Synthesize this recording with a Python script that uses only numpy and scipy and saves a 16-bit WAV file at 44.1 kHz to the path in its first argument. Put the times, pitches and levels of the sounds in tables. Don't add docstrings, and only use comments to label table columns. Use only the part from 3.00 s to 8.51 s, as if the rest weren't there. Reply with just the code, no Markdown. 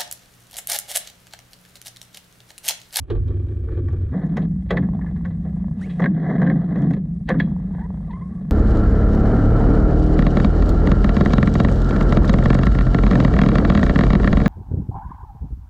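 import sys
import numpy as np
from scipy import signal
from scipy.fft import rfft, irfft, next_fast_len
from scipy.io import wavfile
from scipy.ndimage import uniform_filter1d, minimum_filter1d, map_coordinates

SR = 44100
rng = np.random.default_rng(int(sys.argv[2]) if len(sys.argv) > 2 else 0)


def makeup_ratio(level_db):
    decades = np.asarray(level_db, float) / 20
    return 10 ** decades


def store_wav(level_fs):
    pcm = np.round(np.clip(np.atleast_2d(level_fs), -1, 1) * 32767)
    wavfile.write(sys.argv[1], SR, pcm.T.astype(np.int16))


N = 242991
TIME = np.arange(N) / SR
CUT_S = 1.12

# (frequency [Hz], density [dB per Hz])
FRAME_FROM_DECK = [(8.8, -48), (15, -14.5), (87, 1), (108, -0.5), (130, -20.5), (170, -28.5), (290, -120)]
FRAME_ON_RAMP = [(8.8, -45), (15, -35), (54, -1.5), (91, -8.5), (113, -8), (130, -1), (170, -31),
                 (290, -120)]
# (frequency [Hz], density [dB per Hz])
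PANEL_FROM_DECK = [(59, -35.5), (100, -2.5), (148, -10.5), (167, -23.5), (215, -30), (248, -15.5),
                   (310, -25.5), (400, -55.5), (680, -120)]
PANEL_ON_RAMP = [(68, -36.5), (115, -12), (152, -0.5), (173, 7), (197, 1), (243, -13), (290, -30.5),
                 (380, -44.5), (640, -120)]
# (frequency [Hz], density [dB per Hz])
PATH_FROM_DECK = [(200, -30.5), (260, -3), (300, -2.5), (352, -4), (410, -6.5), (520, -17), (720, -35.5),
                  (1040, -49), (1140, -39.5), (1300, -45), (1750, -45), (2050, -54.5), (3900, -52),
                  (4800, -58), (6000, -90.5)]
PATH_ON_RAMP = [(190, -18.5), (260, 4.5), (340, -5), (430, -6), (520, -9.5), (890, -23.5), (1100, -18),
                (1420, -24.5), (1700, -15), (2100, -23), (2300, -33.5), (2650, -36), (2950, -45.5),
                (4300, -42.5), (5000, -52), (6000, -82)]
# (frequency [Hz], width [Hz], level [dB])
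SHELL_MODES = [(473, 27, -1), (730.4, 180, 10), (1090, 45, -0.5), (1700, 42, 5), (1977, 220, 6.5),
               (3100, 100, 7.5), (3815, 350, 7)]
# (frequency [Hz], width [Hz], level [dB])
RAIL_MODES = [(70, 14, 3), (98, 14, 3.5), (258, 24, 3.5), (351, 30, 11), (455, 30, 5), (1150, 60, 3),
              (2380, 300, 8), (3210, 260, 7.5), (3750, 200, 0.5)]
# (frequency [Hz], width [Hz], level [dB])
STEEL_MODE = (3340, 150, 12)
# (lowest [Hz], highest [Hz])
IMPACT_BANDS = [(320, 750), (750, 1350), (1350, 2300), (2300, 4800)]

# (time [s], load [dB])
RIDER_LOAD = [(0.0, -28), (0.1, -43), (0.16, -22.5), (0.62, -24.5), (0.9, -21.5), (1.07, -21.5), (1.2, -20),
              (1.43, -19.5), (1.68, -28), (2.1, -23.5), (2.95, -27), (3.25, -25.5), (3.45, -16),
              (3.66, -22.5), (3.9, -15.5), (4.0, -24), (4.27, -28.5), (5.51, -29)]
# (time [s], level [dB])
FRAME_SWAY = [(1.15, -38), (1.7, -27.5), (1.78, -28.5), (2.65, -31), (2.75, -33.5), (3.2, -43.5),
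              (3.45, -36), (3.9, -36), (4.5, -31.5), (5.0, -31), (5.51, -39)]
# (time [s], level [dB])
LOW_MODE_LEAD = [(0.1, 0), (0.15, 5), (0.23, 5), (0.3, 0), (0.45, -4), (0.56, 2), (0.7, 0), (0.9, -4),
                 (1.12, 0)]
LOW_MODE_HZ = 84
PANEL_FAR_DB = -15
PUSH_DB, PUSH_T60_S = -5, 1.5
LURCH_DB = 1.76

# (start [s], length [s], contact [dB], weight [dB])
WHEEL_PASSES = [(0.0, 0.096, -78.5, -8), (0.097, 0.6, -67.5, 6), (0.687, 0.091, -60.5, 7.5),
                (0.735, 0.07, -66, 15), (0.794, 0.3, -66, 5), (1.137, 0.11, -52.5, -1),
                (1.329, 0.1, -63.5, 2.5), (1.79, 0.25, -70.5, 5), (2.109, 0.76, -71, 0),
                (2.807, 0.21, -61, -2.5), (3.05, 0.075, -71, 4), (3.167, 0.08, -47, -5),
                (3.24, 0.11, -43, -2), (3.399, 0.1, -47, 1), (3.512, 0.12, -58.5, 3),
                (3.703, 0.15, -51, 0.5), (3.98, 0.25, -85, 10.5), (1.47, 0.34, -75, -1.5),
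                (4.347, 0.18, -66, 1), (4.754, 0.079, -55.5, -8.5), (4.56, 1, -70, 1)]
# (frequency [Hz], width [Hz], level [dB])
BEARING_MODES = [(5570, 250, -4), (6300, 350, -1.5)]
GRIP_DB_PER_S, LIFT_DB_PER_S, AIRBORNE_DB = 403.5, 247, -88
GROWL_DB, GROWL_GROWS = -28.5, 0.8
GRIT_DB, GRIT_GROWS = -62.5, 0.48
DULL_PER_DB, LIGHT_DB, DULL_HZ = .55, -76, 600

# (time [s], peak [dB], weight [dB], metal [dB], t60 [s])
DECK_STRIKES = [(0.0995, -39.5, 24.5, 2, .13), (0.1501, -48, 22.5, -4, .12), (0.26, -58, 20, -3, .1),
                (0.2789, -52, 25.5, 1, .1), (0.3052, -53.5, 27.5, -7.5, .12), (0.485, -52, 22, -2, .06),
                (0.6835, -46, 20, -19, .06), (0.72, -55, 25, -1, .05), (0.7725, -47.5, 23.5, -5.5, .08),
                (0.8826, -41, 6, -22, .06), (0.9272, -49, 24, -8.5, .1)]
# (time [s], peak [dB], weight [dB], metal [dB], t60 [s])
COPING_STRIKES = [(1.3677, -26, 5.5, -5.5, .08), (1.4171, -52.5, 17, 6, .14), (1.7045, -20, 7, -0.5, .06),
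                  (1.7229, -29, 12, -9, .08), (1.7394, -43, 21, -20.5, .13), (1.7684, -24, 2, -5.5, .075),
                  (1.8224, -39.5, 7, -18.5, .13), (2.0115, -40, -8, -22, .09), (2.06, -39.5, -3, -17, .1),
                  (2.083, -44, -5, -20, .08), (2.16, -45, -2, -10, .08), (2.2489, -34.5, -2, -9.5, .07),
                  (2.304, -47, -9, -9, .1), (2.4481, -48.5, 14, -11, .14), (2.8942, -50.5, -6, 8, .22),
                  (2.9949, -25.5, 13, -17.5, .08), (3.019, -26, 4, -12.5, .08),
                  (3.0388, -24.5, 10, -7.5, .06), (3.0571, -30, -4.5, -13, .08),
                  (4.288, -20.5, 6.5, 0, .06), (4.3019, -9, -2.5, -13.5, .043),
                  (4.3452, -37.5, 11, -39.5, .12), (4.388, -44, 5, -5, .06), (4.3984, -22, -6.5, 0.5, .055),
                  (4.4218, -44, 8, -4, .15), (5.108, -53, -10, 4, .12)]
# (time [s], peak [dB], weight [dB], metal [dB], t60 [s])
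SEAM_STRIKES = [(1.1278, -41, 16, -31, .13), (3.246, -41.5, 4.5, -36.5, .13),
                (3.4163, -25.5, 8, -16.5, .07), (3.443, -36, 6, -8, .05), (3.465, -27, 6, -10, .07),
                (3.4988, -30.5, 7, -11, .06), (3.7564, -37, 15, -9.5, .08), (3.78, -40.5, 12, -12, .08),
                (3.8206, -40.5, 11, -7.5, .07), (3.9051, -39.5, 14.6, -5.5, .08), (3.9337, -38, 10, 0, .06),
                (3.964, -47, 18, -2, .06)]
KNOCK_DB, KNOCK_SHARE = -1.5, 0.34

# (time [s], peak [dB], pitch [Hz], wood [dB])
CLACK_EVENTS = [(1.7075, -29.5, 2040, 10.5), (1.7195, -30, 1700, 2.5), (1.7725, -18.5, 1960, -7.5),
                (1.3695, -31, 1800, -2), (2.2485, -41, 1700, 5), (3.0205, -28.5, 1910, -2),
                (3.908, -37.5, 1810, 5.5), (3.936, -37.5, 1940, 3), (3.0395, -18, 1940, -10.5),
                (3.0505, -26.5, 1720, -11.5), (3.0595, -15, 1850, -8), (3.3815, -33.5, 1830, 0),
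                (3.4172, -26, 1804, -3), (3.4295, -24, 1790, -0.5), (3.4635, -27, 1733, -2),
                (3.4715, -21, 1750, -4), (3.4995, -19.5, 1875, -4), (3.5135, -30.5, 1796, -5),
                (3.52, -35, 1780, -8), (4.289, -24, 1700, -5.5), (4.302, -17, 1700, 6.5),
                (4.341, -32.5, 1660, 1), (4.3995, -13.5, 1892, -12), (2.2535, -36, 1750, 2),
                (2.2585, -42, 1900, -3), (2.0165, -42, 1850, -12), (2.062, -48, 2000, -8),
                (4.408, -24, 1850, -10), (4.321, -29, 1750, -4), (3.967, -46, 1900, 3),
                (0.685, -48, 1420, -12), (0.885, -42, 1720, -16), (3.756, -34, 1850, 2),
                (3.4755, -25, 1800, -2)]
# (multiple of pitch, level [dB], t60 [s])
CLACK_PARTIALS = [(1, 3, 0.018), (.9, -1.5, 0.039), (1.12, -7.5, .025), (1.78, -19, 0.014),
                  (2.1, -23.5, 0.015)]
# (frequency [Hz], level [dB], t60 [s])
PLYWOOD_MODES = [(520, -1.5, 0.093), (700, -8.5, .07), (1047, -8.5, .05)]
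CLACK_RISE_S = .0015

# (time [s], peak [dB])
METAL_CRACKS = [(0.1027, -50), (0.2783, -56), (0.8869, -58), (0.9268, -59), (1.265, -60), (1.3695, -40.5),
                (1.4191, -66.5), (1.707, -39), (1.7704, -50), (2.255, -57.5), (2.812, -50), (3.0016, -49),
                (3.018, -54.5), (3.041, -57.5), (3.0575, -65.5), (3.4183, -52), (3.4649, -60),
                (3.5008, -66), (3.7574, -59.5), (3.7838, -56), (3.8187, -51.5), (3.909, -52), (3.9335, -52),
                (4.29, -36), (4.398, -49.5)]
# (frequency [Hz], density [dB per Hz])
CRACK_SPECTRUM = [(4000, -31), (5000, -1.5), (5600, -0.5), (6000, -5.5), (6700, 0.5), (7500, -12.5),
                  (8800, -9.5), (11000, -17.5), (14000, -23.5), (17000, -66)]
CRACK_T60_S = 0.021
# (time [s], level [dB])
AXLE_EXCITATIONS = [
    (4.405, -51),
]
# (frequency [Hz], level [dB], t60 [s])
AXLE_PARTIALS = [(3320, 1, 0.22), (3950, -4, 0.15), (4040, -3.5, .1)]

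# (time [s], peak [dB])
WHEEL_TICKS = [(1.46, -42), (1.562, -45.5), (1.888, -26.5), (1.935, -30), (1.992, -30), (2.045, -30),
               (2.123, -42), (2.16, -36.5), (2.21, -35), (2.532, -42), (2.567, -40), (2.599, -40.5),
               (2.643, -31), (2.682, -34), (2.713, -35), (2.794, -37), (4.475, -32.5), (4.517, -31.5),
               (4.564, -31.5), (4.599, -35.5), (4.628, -42), (4.709, -38.5), (4.748, -31.5), (4.783, -30.5),
               (4.823, -34), (4.863, -36.5), (4.904, -28.5), (4.943, -34), (4.975, -33), (5.005, -38)]
EDGE_DB, OTHER_WHEEL_EDGE_DB, OTHER_WHEEL_S = -13, -27, 3.5

# (time [s], pitch [Hz], level [dB])
SQUEAK_GLIDES = [
    [(2.798, 1230, -62), (2.813, 1330, -51), (2.819, 1720, -46), (2.83, 1950, -44), (2.853, 2260, -50.5),
     (2.862, 2650, -60), (2.876, 2900, -64)],
    [(2.888, 1550, -62), (2.902, 1680, -55), (2.915, 1600, -63)],
    [(4.732, 983, -57), (4.755, 882, -54), (4.785, 1065, -63)],
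    [(4.785, 717, -48.5), (4.825, 935, -46.5), (4.84, 969, -44), (4.87, 1017, -50)],
    [(5.075, 1195, -58), (5.092, 1157, -53), (5.1, 997, -47), (5.11, 900, -43), (5.121, 910, -55),
     (5.132, 980, -39), (5.165, 1068, -48), (5.205, 1195, -58)],
    [(5.21, 990, -46), (5.235, 1075, -49), (5.27, 1100, -54), (5.3, 1060, -64), (5.33, 1140, -57),
     (5.35, 1140, -64), (5.375, 1130, -58), (5.42, 1110, -63)],
]
SHOE_SQUEAKS = 2
# (multiple of pitch, level [dB])
SHOE_OVERTONES = [(1, 0.5), (2, -18), (3, -17), (4, -28), (5, -25), (6, -36)]
# (multiple of pitch, level [dB])
BUSHING_OVERTONES = [(1, 6.5), (2, 1.5), (3, -17), (4, -30)]
# (time [s], level [dB])
SOLE_DRAG = [
    (2.78, -73),
    (2.822, -60.5),
    (2.884, -65),
    (3.058, -69),
    (3.08, -102),
]
# (frequency [Hz], density [dB per Hz])
GRIP_TAPE_SPECTRUM = [(1500, -42), (2500, 9.5), (3500, 3.5), (5000, -3.5), (7000, -5), (9000, -3.5),
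                      (12000, -18.5), (16000, -49)]
STUTTER_DB = 4.5
MUFFLE_HZ, MUFFLE_DB = 2120, -13

# (frequency [Hz], density [dB per Hz])
HISS_SPECTRUM = [(3000, -18.5), (4500, -3.5), (6000, -3), (7400, -5.5), (8700, -1.5), (10000, -7),
                 (12000, -10.5), (14500, -29), (16000, -70.5)]
# (time [s], depth [dB])
GAIN_DUCKS = [
    (0.049, 12),
    (3.069, 18),
    (3.499, 2.5),
    (4.0, 6),
]
HISS_DB, DUCK_PER_DB, RECOVER_S = -81.5, 0.16, 0.075
SIDE_DB, CLOSING_DB_PER_S, SIDE_REST_DB = -5.5, 37.5, -61.5


def unit(x):
    return x / np.sqrt(np.mean(x ** 2) + 1e-20)


def along(points, hz):
    f, v = np.transpose(points)
    return np.interp(np.log(hz + 1), np.log(f + 1), v)


def curves(rows):
    s, *columns = np.transpose(rows)
    return [np.interp(TIME, s, column) for column in columns]


def wobble(rate):
    knots = rng.standard_normal(int(N * rate / SR) + 4)
    return map_coordinates(knots, [TIME * rate])


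def after_cut(fade_s):
    return np.clip((TIME - CUT_S) / fade_s + .5, 0, 1)


def resonances(hz, modes):
    return sum(db / (1 + (2 * (hz - c) / width) ** 2) for c, width, db in modes)


def peaks(hz, modes):
    return sum(makeup_ratio(db) / (1 + (2 * (hz - c) / width) ** 2) for c, width, db in modes)


def coloured(x, gain):
    m = 2 ** 15
    cepstrum = irfft(np.log(unit(gain(np.fft.rfftfreq(m, 1 / SR))) + 1e-5), m)
    cepstrum[1:m // 2] *= 2
    cepstrum[m // 2 + 1:] = 0
    response = irfft(np.exp(rfft(cepstrum)), m)[:m // 4]
    running = np.r_[x[m // 16:0:-1], x]
    return signal.oaconvolve(running, response)[m // 16:][:N]


def heard(x, deck, ramp, band=(0, 1e5)):
    def edge(hz):
        return 1 / (1 + (band[0] / (hz + 1)) ** 12) / (1 + (hz / band[1]) ** 12)

    def deck_gain(hz):
        return makeup_ratio(along(deck, hz)) * edge(hz) * makeup_ratio(resonances(hz, RAIL_MODES))

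    def ramp_gain(hz):
        return makeup_ratio(along(ramp, hz)) * edge(hz) * makeup_ratio(resonances(hz, SHELL_MODES + [STEEL_MODE]))

    after = after_cut(0.08)
    return coloured(x * (1 - after), deck_gain) + coloured(x * after, ramp_gain)


def evened(x, span_s):
    return x / np.sqrt(np.abs(uniform_filter1d(x ** 2, int(span_s * SR))) + 1e-9)


def load():
    s, db, weight_db, *_ = np.transpose(DECK_STRIKES + COPING_STRIKES + SEAM_STRIKES)
    pushes = np.zeros(N)
    pushes[np.round(s * SR).astype(int)] = makeup_ratio(db + weight_db + PUSH_DB) ** 2
    ring = signal.lfilter([1], [1, -makeup_ratio(-120 / (PUSH_T60_S * SR))], pushes)
    ring = uniform_filter1d(ring, size=1200, origin=599)
    return 10 * np.log10(makeup_ratio(curves(RIDER_LOAD)[0]) ** 2 + np.abs(ring))


def drum():
    after = after_cut(0.035)
    load_db = load()
    far_db = PANEL_FAR_DB * (1 - after)
    frame_db = load_db * (1 - after) + curves(FRAME_SWAY)[0] * after
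    panel_db = load_db + far_db + LURCH_DB * wobble(7)

    frame = heard(rng.standard_normal(N), FRAME_FROM_DECK, FRAME_ON_RAMP, (0, 112))
    low_pass = signal.butter(N=4, Wn=LOW_MODE_HZ, fs=SR, output='sos')
    lower = signal.sosfiltfilt(low_pass, frame)
    lead_db = curves(LOW_MODE_LEAD)[0]
    frame = makeup_ratio(lead_db) * lower + makeup_ratio(-lead_db) * (frame - lower)

    panel = heard(rng.standard_normal(N), PANEL_FROM_DECK, PANEL_ON_RAMP, (125, 265))

    def neighbours(hz):
        return 1 / (1 + ((hz - 143) / 12) ** 2) + 0.52 / (1 + ((hz - 270) / 35) ** 2)

    others = coloured(rng.standard_normal(N), neighbours)
    others_db = -28 + 2.6 * (uniform_filter1d(load_db + far_db, SR // 8) + 19.0)
    return makeup_ratio(frame_db) * evened(frame, .08) + makeup_ratio(panel_db) * evened(panel, .055) + makeup_ratio(others_db) * others


def contact():
    t = np.arange(0, N / SR + .002, .002)
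    s, length, db, weight_db = np.transpose(WHEEL_PASSES)[..., None]
    gripping = GRIP_DB_PER_S * np.maximum(s - t, 0)
    lifting = LIFT_DB_PER_S * np.maximum(t - s - length, 0)
    db = np.maximum(db - gripping - lifting, AIRBORNE_DB)
    growl_db = GROWL_DB + np.max(GROWL_GROWS * (db + 40.0) + weight_db * (db > AIRBORNE_DB), axis=0)
    grit_db = GRIT_DB + np.max(GRIT_GROWS * (db + 42) + .2 * weight_db, axis=0)
    return curves(np.transpose([t, growl_db, db.max(0), grit_db]))


def wheels():
    bumps = makeup_ratio(1.2 * wobble(40) + 2.5 * wobble(170))
    force = unit(bumps * rng.standard_normal(N))
    growl_db, roar_db, grit_db = contact()
    bands = [(245, 1492), IMPACT_BANDS[2], (2900, 4700), (2250, 2950)]
    growl, roar, grit, faint = [heard(force, PATH_FROM_DECK, PATH_ON_RAMP, band) for band in bands]
    hum = heard(force * (TIME < CUT_S), PATH_FROM_DECK, PATH_ON_RAMP, (640, 1400))

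    low_pass = signal.butter(N=3, Wn=DULL_HZ, fs=SR, output='sos')
    low = signal.sosfiltfilt(low_pass, growl)
    dull_db = DULL_PER_DB * np.minimum(roar_db - LIGHT_DB, 0) * (TIME > CUT_S)
    growl = low + makeup_ratio(dull_db) * (growl - low)

    wood = makeup_ratio(growl_db + 3.5) * growl + makeup_ratio(roar_db + 0.5) * roar + makeup_ratio(grit_db - 2.2) * grit
    wood += makeup_ratio(-60.0 + .3 * (roar_db + 66.0)) * hum
    wood += makeup_ratio(-76.5 + .15 * (roar_db + 80.0)) * faint
    song = coloured(force, lambda hz: peaks(hz, BEARING_MODES))
    return wood + makeup_ratio(-78.0 + 2.2 * (roar_db + 42.5)) * song


def board():
    force = np.zeros((4, N + SR))
    t = np.arange(SR // 2) / SR - .03
    after = np.maximum(t, 0)
    rise = np.where(t < 0, makeup_ratio(-18 + 60 * t / 0.041), 1 - 0.76 * np.exp(-after / 0.0025))
    lasting = np.array([[1.5], [1.2], [1.01], [.7]])
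    for s, db, thud_db, clack_db, t60 in DECK_STRIKES + COPING_STRIKES + SEAM_STRIKES:
        knock_db = KNOCK_DB + KNOCK_SHARE * thud_db
        band_db = np.array([[thud_db], [knock_db], [0], [clack_db]])
        burst = rng.standard_normal(len(t))
        burst[np.argmax(t > .0005)] += 9
        blow = makeup_ratio(-60 * after / (lasting * max(t60, .01)))
        answer = makeup_ratio(-28.5 - 60 * after / 0.22)
        start = round((s + t[0]) * SR)
        force[:, start:][:, :len(t)] += makeup_ratio(db - 5.0 + band_db) * burst * (blow + answer) * rise
    return sum(heard(f[:N], PATH_FROM_DECK, PATH_ON_RAMP, band) for f, band in zip(force, IMPACT_BANDS))


def clacks():
    out = np.zeros(N + SR)
    t = np.arange(SR // 8) / SR
    for s, db, hz, wood_db in CLACK_EVENTS:
        modes = [(k * hz, level, t60) for k, level, t60 in CLACK_PARTIALS]
        modes += [(c, level + wood_db, t60) for c, level, t60 in PLYWOOD_MODES]
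        ring = 0
        for c, level, t60 in modes:
            envelope = makeup_ratio(level + rng.normal(0, 1.2) - 60 * t / t60)
            ring = ring + envelope * np.sin(2 * np.pi * (c * rng.normal(1, .015) * t + rng.random()))
        out[round(s * SR):][:len(t)] += makeup_ratio(db + 2.5) * ring * (1 - np.exp(-t / CLACK_RISE_S))
    return out[:N]


def trucks():
    force = np.zeros(N + SR)
    t = np.arange(SR // 10) / SR
    fall = makeup_ratio(-60 * t / CRACK_T60_S) + makeup_ratio(-12 - 60 * t / 0.12)
    for s, db in METAL_CRACKS:
        force[round(s * SR):][:len(t)] += makeup_ratio(db - 8.0) * fall * rng.standard_normal(len(t))
    return coloured(force[:N], lambda hz: makeup_ratio(along(CRACK_SPECTRUM, hz)))


def axle():
    out = np.zeros(N + SR)
    t = np.arange(SR // 4) / SR
    for s, db in AXLE_EXCITATIONS:
        for hz, level, t60 in AXLE_PARTIALS:
            out[round(s * SR):][:len(t)] += makeup_ratio(db + level - 60 * t / t60) * np.sin(2 * np.pi * hz * t)
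    return out[:N] * makeup_ratio(2.5 * wobble(160))


def free_wheel():
    dull, edge = np.zeros((2, N))
    s, db = np.transpose(WHEEL_TICKS)
    at = np.round(s * SR).astype(int)
    edge_db = np.where(s < OTHER_WHEEL_S, EDGE_DB, OTHER_WHEEL_EDGE_DB)
    dull[at] = makeup_ratio(db + 11.5)
    edge[at] = makeup_ratio(db + edge_db + 9.5)
    decay = signal.lfilter([1], [1, -makeup_ratio(-60 / (0.03 * SR))], [dull, edge])
    shudder = 0.03 * rng.standard_normal(N) * decay
    knock = coloured(dull + shudder[0], lambda hz: 1 / (1 + ((hz - 820) / 330) ** 4))
    return knock + heard(edge + shudder[1], PATH_FROM_DECK, PATH_ON_RAMP, (1300, 3600))


def rubber():
    out = np.zeros((2, N))
    for n, rows in enumerate(SQUEAK_GLIDES):
        truck = n >= SHOE_SQUEAKS
        hz, db = curves(rows)
        phase = 2 * np.pi * np.cumsum(hz * (1 + .025 * wobble(300))) / SR
        gate = np.clip(np.minimum(TIME - rows[0][0], rows[-1][0] - TIME) / 0.0023, 0, 1)
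        gate = gate * makeup_ratio(-STUTTER_DB * truck * np.abs(wobble(70)))
        for k, level in (BUSHING_OVERTONES if truck else SHOE_OVERTONES):
            overtone = k > 1
            tone_db = db + level + .9 * truck * overtone * (db + 40.0)
            tone_db = tone_db + (2.2 + 1.2 * overtone) * wobble(120)
            out[int(truck)] += gate * makeup_ratio(tone_db) * np.sin(k * phase)
    hz = np.fft.rfftfreq(N, 1 / SR)
    muffled = irfft(rfft(out[1]) * makeup_ratio(MUFFLE_DB / (1 + (MUFFLE_HZ / (hz + 1)) ** 30)), N)
    drag = unit(makeup_ratio(1.7 * wobble(250)) * rng.standard_normal(N))
    drag = drag * (TIME > SOLE_DRAG[0][0]) * (TIME < SOLE_DRAG[-1][0])
    drag = coloured(drag, lambda hz: makeup_ratio(along(GRIP_TAPE_SPECTRUM, hz)))
    return out[0] + muffled + makeup_ratio(curves(SOLE_DRAG)[0] + 1.0) * drag


def air():
    duck_db = sum(db * (TIME > s) * np.exp(-np.abs(TIME - s) / RECOVER_S) for s, db in GAIN_DUCKS)
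    level_db = HISS_DB - DUCK_PER_DB * (uniform_filter1d(load(), SR // 3) + 30)
    level_db = level_db - uniform_filter1d(duck_db, size=600)
    grain = unit(makeup_ratio(2.2 * wobble(200)) * rng.standard_normal(N))
    return makeup_ratio(level_db + 4.5) * coloured(grain, lambda hz: makeup_ratio(along(HISS_SPECTRUM, hz)))


def scene():
    mid = drum() + wheels() + board() + clacks() + trucks() + axle() + free_wheel() + rubber() + air()
    turned = signal.hilbert(mid, next_fast_len(N)).imag[:N]
    side_db = np.maximum(SIDE_DB - CLOSING_DB_PER_S * TIME, SIDE_REST_DB)
    side = makeup_ratio(side_db) * (turned - .3 * mid)
    side -= makeup_ratio(-18) * np.diff(turned, 2, append=[0, 0])
    return np.array([mid + side, mid - side])


def roll_off(x):
    return signal.sosfilt(signal.butter(12, 15000, fs=SR, output="sos"), x)


def record(dry):
    need = np.minimum(1, .375 / (np.abs(dry).max(0) + 1e-9))
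    gain = uniform_filter1d(minimum_filter1d(need, size=441), size=221)
    return roll_off(dry * gain)


dry = scene()
out = record(dry)
store_wav(out)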